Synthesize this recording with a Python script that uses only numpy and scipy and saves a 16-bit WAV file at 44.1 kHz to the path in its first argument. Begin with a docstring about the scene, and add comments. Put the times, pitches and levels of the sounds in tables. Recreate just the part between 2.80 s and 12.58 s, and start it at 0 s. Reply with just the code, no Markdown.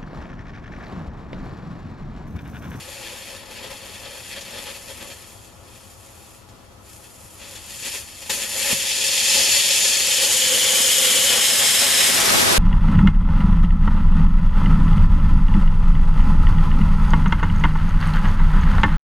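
"""Small rocket motor among rocks

A fuse spits and smoulders into the nozzle of a motor clamped near a wall. The charge coughs, catches
and blows a steady turbulent jet, coloured by the resonances and echoes of the rocks. The motor swings
round until its exhaust buffets the microphone. Far traffic hums below, with a faint sinking tone.
All passes through a tape camcorder's comb filter, tuned to cancel head-drum noise."""
import sys
import numpy as np
from scipy import signal
from scipy.fft import rfft, irfft, next_fast_len
from scipy.io import wavfile

SR = 44100
rng = np.random.default_rng(int(sys.argv[2]) if len(sys.argv) > 2 else 0)


def dump(signal):
    """Clip the signal to [-1, 1] and save it as 16-bit WAV at the path in sys.argv[1]."""
    limited = np.clip(np.atleast_2d(signal).T, -1, 1)
    pcm = np.round(limited * 32767).astype(np.int16)
    wavfile.write(sys.argv[1], SR, pcm)


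N = 431298
TIME = np.arange(N) / SR
FFT_SIZE = next_fast_len(N + SR // 2)
HZ = np.maximum(np.fft.rfftfreq(FFT_SIZE, 1 / SR), 1)


def from_db(db):
    """Amplitude ratio of a level in decibels."""
    return 10 ** (np.asarray(db) / 20)


def unit_rms(x):
    """Normalisation to unit mean power."""
    return x / np.sqrt(np.mean(x ** 2) + 1e-20)


def in_time(rows):
    """Linear interpolation of each column of a time table at every sample."""
    times, *columns = np.transpose(rows)
    return [np.interp(TIME, times, column) for column in columns]


def at_hz(rows):
    """Interpolation of a frequency table on a logarithmic axis."""
    hz, values = np.transpose(rows)
    return np.interp(np.log(HZ), np.log(hz), values)


def filtered(x, response):
    """Convolution theorem: filtering multiplies the spectrum by a response."""
    return irfft(rfft(x, FFT_SIZE) * response, FFT_SIZE)[..., :N]


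def drift(corner_hz):
    """Random fluctuation of unit rms: white noise through a two-pole low-pass."""
    pole = np.exp(-40 * np.pi * corner_hz / SR)   # one step per 20 samples
    slow = signal.lfilter([1], [1, -2 * pole, pole * pole], rng.standard_normal(N // 20 + 4002))[4000:]
    return np.interp(np.arange(N) / 20, np.arange(len(slow)), unit_rms(slow))


def stereo_noise(spectrum, correlation):
    """Partial coherence: the sum and difference of two independent coloured noises."""
    mid, side = rng.standard_normal((2, N))
    colour = from_db(at_hz(spectrum))
    mid = filtered(mid, colour * np.sqrt(1 + correlation))
    side = filtered(side, colour * np.sqrt(1 - correlation))
    return unit_rms(np.array([mid + side, mid - side]))


# Spectrum of far traffic: f/Hz, relative level/dB
TRAFFIC_SPECTRUM = [(20, -18), (45, -5.5), (90, 1), (130, -3), (220, -9.5), (290, -9.5), (350, -13),
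                    (420, -11.5), (800, -12), (1350, -15), (1600, -25), (2200, -32.5), (6000, -27),
                    (14500, -35)]
# Its likeness in the two channels: f/Hz, correlation
TRAFFIC_CORRELATION = [(60, 0.75), (230, 0.52), (910, 0.43), (3550, 0.42), (13800, 0.11)]
# Its balance: f/Hz, level left over right/dB
TRAFFIC_BALANCE = [(60, 4.5), (370, 4.5), (2250, 6.5), (13800, -6)]

def traffic():
    """Incoherent superposition: far traffic merges into a dull hum, stronger on the left."""
    hum = stereo_noise(TRAFFIC_SPECTRUM, at_hz(TRAFFIC_CORRELATION)) * from_db(-49 + .8 * drift(6))
    return filtered(hum, from_db(at_hz(TRAFFIC_BALANCE) / 2 * [[1], [-1]]))


def far_tone(start_hz=339, sag_hz_per_s=4.6):
    """Slow modulation: a faint sinusoid sinks in pitch and wavers in level, stronger on the left."""
    hz = start_hz - sag_hz_per_s * TIME + 1.5 * drift(1)
    level_db = -61.5 + 2.5 * drift(1.5) + [[2], [-2]]
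    return np.sin(2 * np.pi * np.cumsum(hz) / SR) * from_db(level_db)


# Exhaust pressure on the microphone ports: t/s, level/dB
BUFFET_LEVEL = [(8.8, -57.5), (9.2, -28.5), (9.45, -24), (9.5, -17.5), (9.78, -17.5)]
# Its spectrum: f/Hz, relative level/dB
BUFFET_SPECTRUM = [(25, -18), (100, -1), (250, 0.5), (700, 1), (1500, -2), (4000, -7), (9000, -15),
                   (14500, -24)]

def buffeting():
    """Pseudo-sound: eddies press on the ports, driving the channels partly in antiphase."""
    level_db, = in_time(BUFFET_LEVEL)
    return stereo_noise(BUFFET_SPECTRUM, correlation=-0.47) * from_db(level_db + 0.91 * drift(25))


def rock_scattering(t60_s=0.059, echo_db=-8):
    """Diffuse reflection: the response of direct sound plus decaying echoes, distinct in each channel."""
    t = np.arange(SR // 4) / SR
    echoes = rng.standard_normal((2, len(t))) * from_db(-60 * t / t60_s) * (t > .002)
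    echoes /= np.sqrt(np.sum(echoes ** 2, axis=1, keepdims=True))
    return 1 + from_db(echo_db) * rfft(echoes, FFT_SIZE)


# Swing of the motor: t/s, heading (0 side-on, 1 half turned, 2 turned, 3 facing the microphone)
HEADING = [(7.1, 0), (7.9, 1), (8.35, 1.1), (8.8, 2), (9.25, 2), (9.45, 3)]
# Resonances of rocks and wall: f/Hz, width/Hz, gain/dB at headings 0, 1 and 2
RESONANCES = [(241, 83, 4, 5.5, 2), (521, 156, 9.5, 12.5, 8.5), (853, 64, 7.5, 4, 4),
              (1470, 880, -6, -2, 0.5), (1824, 340, 4.5, 1.5, 4.5), (2132, 77, -7, 1, 4),
              (2650, 310, 3, -3, 0.5), (2980, 210, -2.5, 5, 2.5), (3238, 282, 3, 6.5, 4.5),
              (3970, 450, -4, -5, 0.2), (4400, 350, 2.5, -1.5, -5), (4740, 290, -1.5, -5, -1.5),
              (5360, 250, 2.5, 2.5, 6.5), (5800, 880, -3, -5.5, -5), (6690, 290, 2.5, 5, 3),
              (7050, 185, 8, 6.5, 0), (7940, 300, 0.5, 2.5, -1), (8200, 540, -4, -2.5, 4),
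              (9620, 790, -3.5, 3, 0.5), (10660, 1540, 2, 1, 2), (12000, 830, -4.5, 2, 2)]
# Likeness of the flame in the two channels: f/Hz, correlation
FLAME_CORRELATION = [(60, 0.78), (130, 0.93), (280, 0.99), (620, 0.84), (1340, 0.99), (2920, 1),
                     (6350, 0.81), (13800, 0.26)]
# Balance of the motor: f/Hz, level left over right/dB
MOTOR_BALANCE = [(60, 1), (230, 8), (910, 4.5), (3550, 2.5), (13800, 0)]

def among_rocks(motor):
    """Directivity: each heading excites its own resonances and echoes; the plume widens the image."""
    correlation = at_hz(FLAME_CORRELATION)
    mid, side = filtered(motor, np.sqrt([(1 + correlation) / 2, (1 - correlation) / 2]))
    stereo = np.array([mid + side, mid - side])
    balance_db = at_hz(MOTOR_BALANCE) / 2 * [[1], [-1]]
    peaks = np.array([2. ** -(2 * (HZ - hz) / width) ** 2 for hz, width, *_ in RESONANCES])
    gains_db = [*(np.array(RESONANCES)[:, 2:].T @ peaks), 0]   # head-on, the blast hides the resonances
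    heading, = in_time(HEADING)
    out = 0
    for k, gain_db in enumerate(gains_db):
        crossfade = np.clip(1 - np.abs(heading - k), 0, 1)
        out += crossfade * filtered(stereo, rock_scattering() * from_db(gain_db + balance_db))
    return out


# Pressure surges as the charge catches: t/s, envelope peak level/dB
SURGES = [(5.497, -35), (5.928, -24)]

def thumps(ring_hz=170, rise_s=0.0025):
    """Damped oscillation: each pressure surge rings low for a cycle or two."""
    impulses = np.zeros(N)
    for start_s, peak_db in SURGES:
        impulses[round(start_s * SR)] = from_db(peak_db)
    t = np.arange(SR // 8) / SR
    envelope = t / rise_s * np.exp(1 - t / rise_s)
    return signal.fftconvolve(impulses, np.sin(2 * np.pi * ring_hz * t) * envelope)[:N]


def turbulence(crackle_share, spread_db, pops_per_s=4000):
    """Gaussian noise of the gas flow plus shot noise of burning specks popping in it."""
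    sizes = from_db(spread_db * np.minimum(rng.exponential(1, N), 4)) * rng.choice([-1, 1], N)
    specks = unit_rms(sizes * (rng.random(N) < pops_per_s / SR))
    return np.sqrt(1 - crackle_share) * rng.standard_normal(N) + np.sqrt(crackle_share) * specks


# Spits and coughs of gas: t/s, onset level before filtering/dB
PUFFS = [(1.1433, -42), (1.495, -42), (1.6092, -31), (1.95, -34.5), (3.688, -47), (4.242, -47),
         (4.751, -31.5), (5.139, -26.5), (5.4206, -33), (5.46, -34), (5.496, -16), (5.7548, -26)]

def spits(decay_s=0.022):
    """Transient flow: each puff of gas starts at once and dies under a Gaussian envelope."""
    t = np.arange(SR // 4) / SR
    envelope = np.zeros(N)
    for start_s, onset_db in PUFFS:
        i = round(start_s * SR)
        envelope[i:i + len(t)] += from_db(onset_db) * np.exp(-(t / decay_s) ** 2)
    puffs = turbulence(crackle_share=0.15, spread_db=7) * envelope
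    low_pass = 1 / np.sqrt((1 + (900 / HZ) ** 2) * (1 + (HZ / 8000) ** 4))
    return filtered(puffs, low_pass)


# Roar of the burn: t/s, base level/dB
ROAR_LEVEL = [(0, -44.5), (.25, -42), (.55, -43.5), (1.02, -45), (1.7, -44), (2.3, -48), (2.4, -51),
              (2.6, -56.5), (3.4, -58), (4.55, -57.5), (4.62, -47), (4.86, -47), (5.01, -42),
              (5.178, -36.5), (5.26, -49), (5.49, -45), (5.5, -32), (5.682, -35.5), (5.925, -24.5),
              (5.945, -30), (6.3, -26.5), (6.55, -22.5), (9.15, -22.5), (9.78, -25.5)]
# Passage of fire from fuse to charge: t/s, share of charge, sizzle over roar/dB, rumble over roar/dB
IGNITION = [(.3, 0.23, -1, -6), (1.3, 0.2, -1.5, -3.5), (1.5, .17, 1, -5.5), (2.3, .17, 2.5, -3.5),
            (2.6, 0.26, 6, -5.5), (4.0, 0.1, 5, -5), (4.1, 0.1, 8.5, -7), (4.55, 0, 8, -5),
            (4.62, .45, 0, -4.5), (5.0, 0.43, 4.5, -13.5), (5.9, 0.38, 3.5, -11), (6.1, 0.93, 2, -15.5),
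            (6.4, 1, 2.5, -16), (9.2, 1, 3, -13), (9.45, 0.6, 3.5, -7)]
# Spectra of the burning fuse and charge: f/Hz, relative level/dB
FUSE_SPECTRUM = [(60, -8), (150, -8.5), (400, -10.5), (1200, -6), (2200, -3), (4200, -5), (6000, -3.5),
                 (9000, -1), (12500, -1), (14500, -22)]
CHARGE_SPECTRUM = [(60, -23), (150, -15.5), (400, -14.5), (1200, -11), (2500, -3), (3600, -1), (6000, -3.5),
                   (9000, -6), (12500, -11), (14500, -24.5)]
# Flares of the flame: t/s, roar gain/dB, half-width/s
FLARES = [(0.263, 3.5, 0.043), (.72, 2, 0.015), (.778, 6, .025), (0.85, 6.5, 0.028), (0.922, 3.5, .015),
          (1.158, 3.5, 0.019), (1.25, 4.5, 0.022), (1.531, 8, 0.023), (1.575, 8.5, 0.02), (1.676, 3, .018),
          (1.762, 8, 0.036), (1.886, 6.5, .037), (1.954, 3, .014), (2.1, 7, 0.024), (2.22, 8, .023),
          (2.318, 5.5, 0.016), (2.948, 4, .071), (4.1, 3, .03), (4.253, 6, .03), (4.622, 5.5, 0.016),
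          (5.057, 10.5, .035), (5.29, 4, .015), (5.624, 3.5, .03), (5.845, 1.5, .03), (5.915, 2.5, 0.016),
          (6.11, 3, 0.045)]
# Lulls in which it all but dies: t/s, duration/s, roar loss/dB
FLAME_LULLS = [(0.602, 0.097, 2), (2.702, 0.17, 3), (3.6, 0.44, 5.5)]

def flame(charge_reached_s=4.9, lull_edge_s=0.03):
    """Combustion noise: three bands flutter partly together. Returns two rows, nozzle and plume."""
    roar_db, = in_time(ROAR_LEVEL)
    charge_share, sizzle_db, rumble_db = in_time(IGNITION)
    flare_db = sum(gain_db * np.exp(-((TIME - s) / half_s) ** 2) for s, gain_db, half_s in FLARES)
    lull_db = 0
    for start_s, duration_s, loss_db in FLAME_LULLS:
        age = TIME - start_s
        lull_db += loss_db / 2 * (np.tanh(age / lull_edge_s) - np.tanh((age - duration_s) / lull_edge_s))
    sizzle_flare_db = np.where(TIME < charge_reached_s, 0.098, 0.55) * flare_db
    low_pass = 1 / (1 + (HZ / 1450) ** 8)
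    high_pass = 1 / (1 + (5000 / HZ) ** 8)
    band_pass = np.clip(1 - low_pass - high_pass, 0, 1)
    bands = [(low_pass, rumble_db + 0.88 * flare_db, 1.5),   # rumble
             (band_pass, flare_db - lull_db, .7),   # roar
             (high_pass, sizzle_db + sizzle_flare_db - 1.9 * lull_db, .6)]   # sizzle
    common_flutter_db = 0.81 * drift(5.4) + 0.65 * drift(65)
    gas = np.array([turbulence(crackle_share=0.32, spread_db=6.5), rng.standard_normal(N)])
    out = 0
    for response, offset_db, flutter_depth in bands:
        fuse = unit_rms(filtered(gas, from_db(at_hz(FUSE_SPECTRUM)) * response))
        charge = unit_rms(filtered(gas, from_db(at_hz(CHARGE_SPECTRUM)) * response))
        band = (1 - charge_share) * fuse + charge_share * charge
        flutter_db = common_flutter_db + flutter_depth * (drift(39) + 0.73 * drift(3.5))
        out += band * from_db(roar_db + offset_db + flutter_db)
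    return out


def scene():
    """Superposition of the motor among the rocks, its exhaust on the ports and the far background."""
    motor = flame() + (spits() + thumps()) * [[1], [.4]]   # bursts come mostly from the nozzle
    return among_rocks(motor) + buffeting() + traffic() + far_tone()


def record(dry):
    """Soft saturation, destructive interference of what repeats each drum turn, then a treble cut."""
    ceiling, feedback, cutoff_hz = 0.53, .46, 14400
    loop_s, tap_s = 321 / 48000, 319.5 / 48000
    saturated = ceiling * np.tanh(dry / ceiling)
    loop, tap = np.exp(-2j * np.pi * HZ * loop_s), np.exp(-2j * np.pi * HZ * tap_s)
    depth = .74 + .26 / (1 + (HZ / 1500) ** 2)   # the notches are deepest in the bass
    comb = 1 - depth * (1 - feedback) * tap / (1 - feedback * loop)
    low_pass = signal.ellip(12, .5, 75, cutoff_hz, fs=SR, output="sos")
    return signal.sosfilt(low_pass, filtered(saturated, comb))


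dry = scene()
out = record(dry)
dump(out)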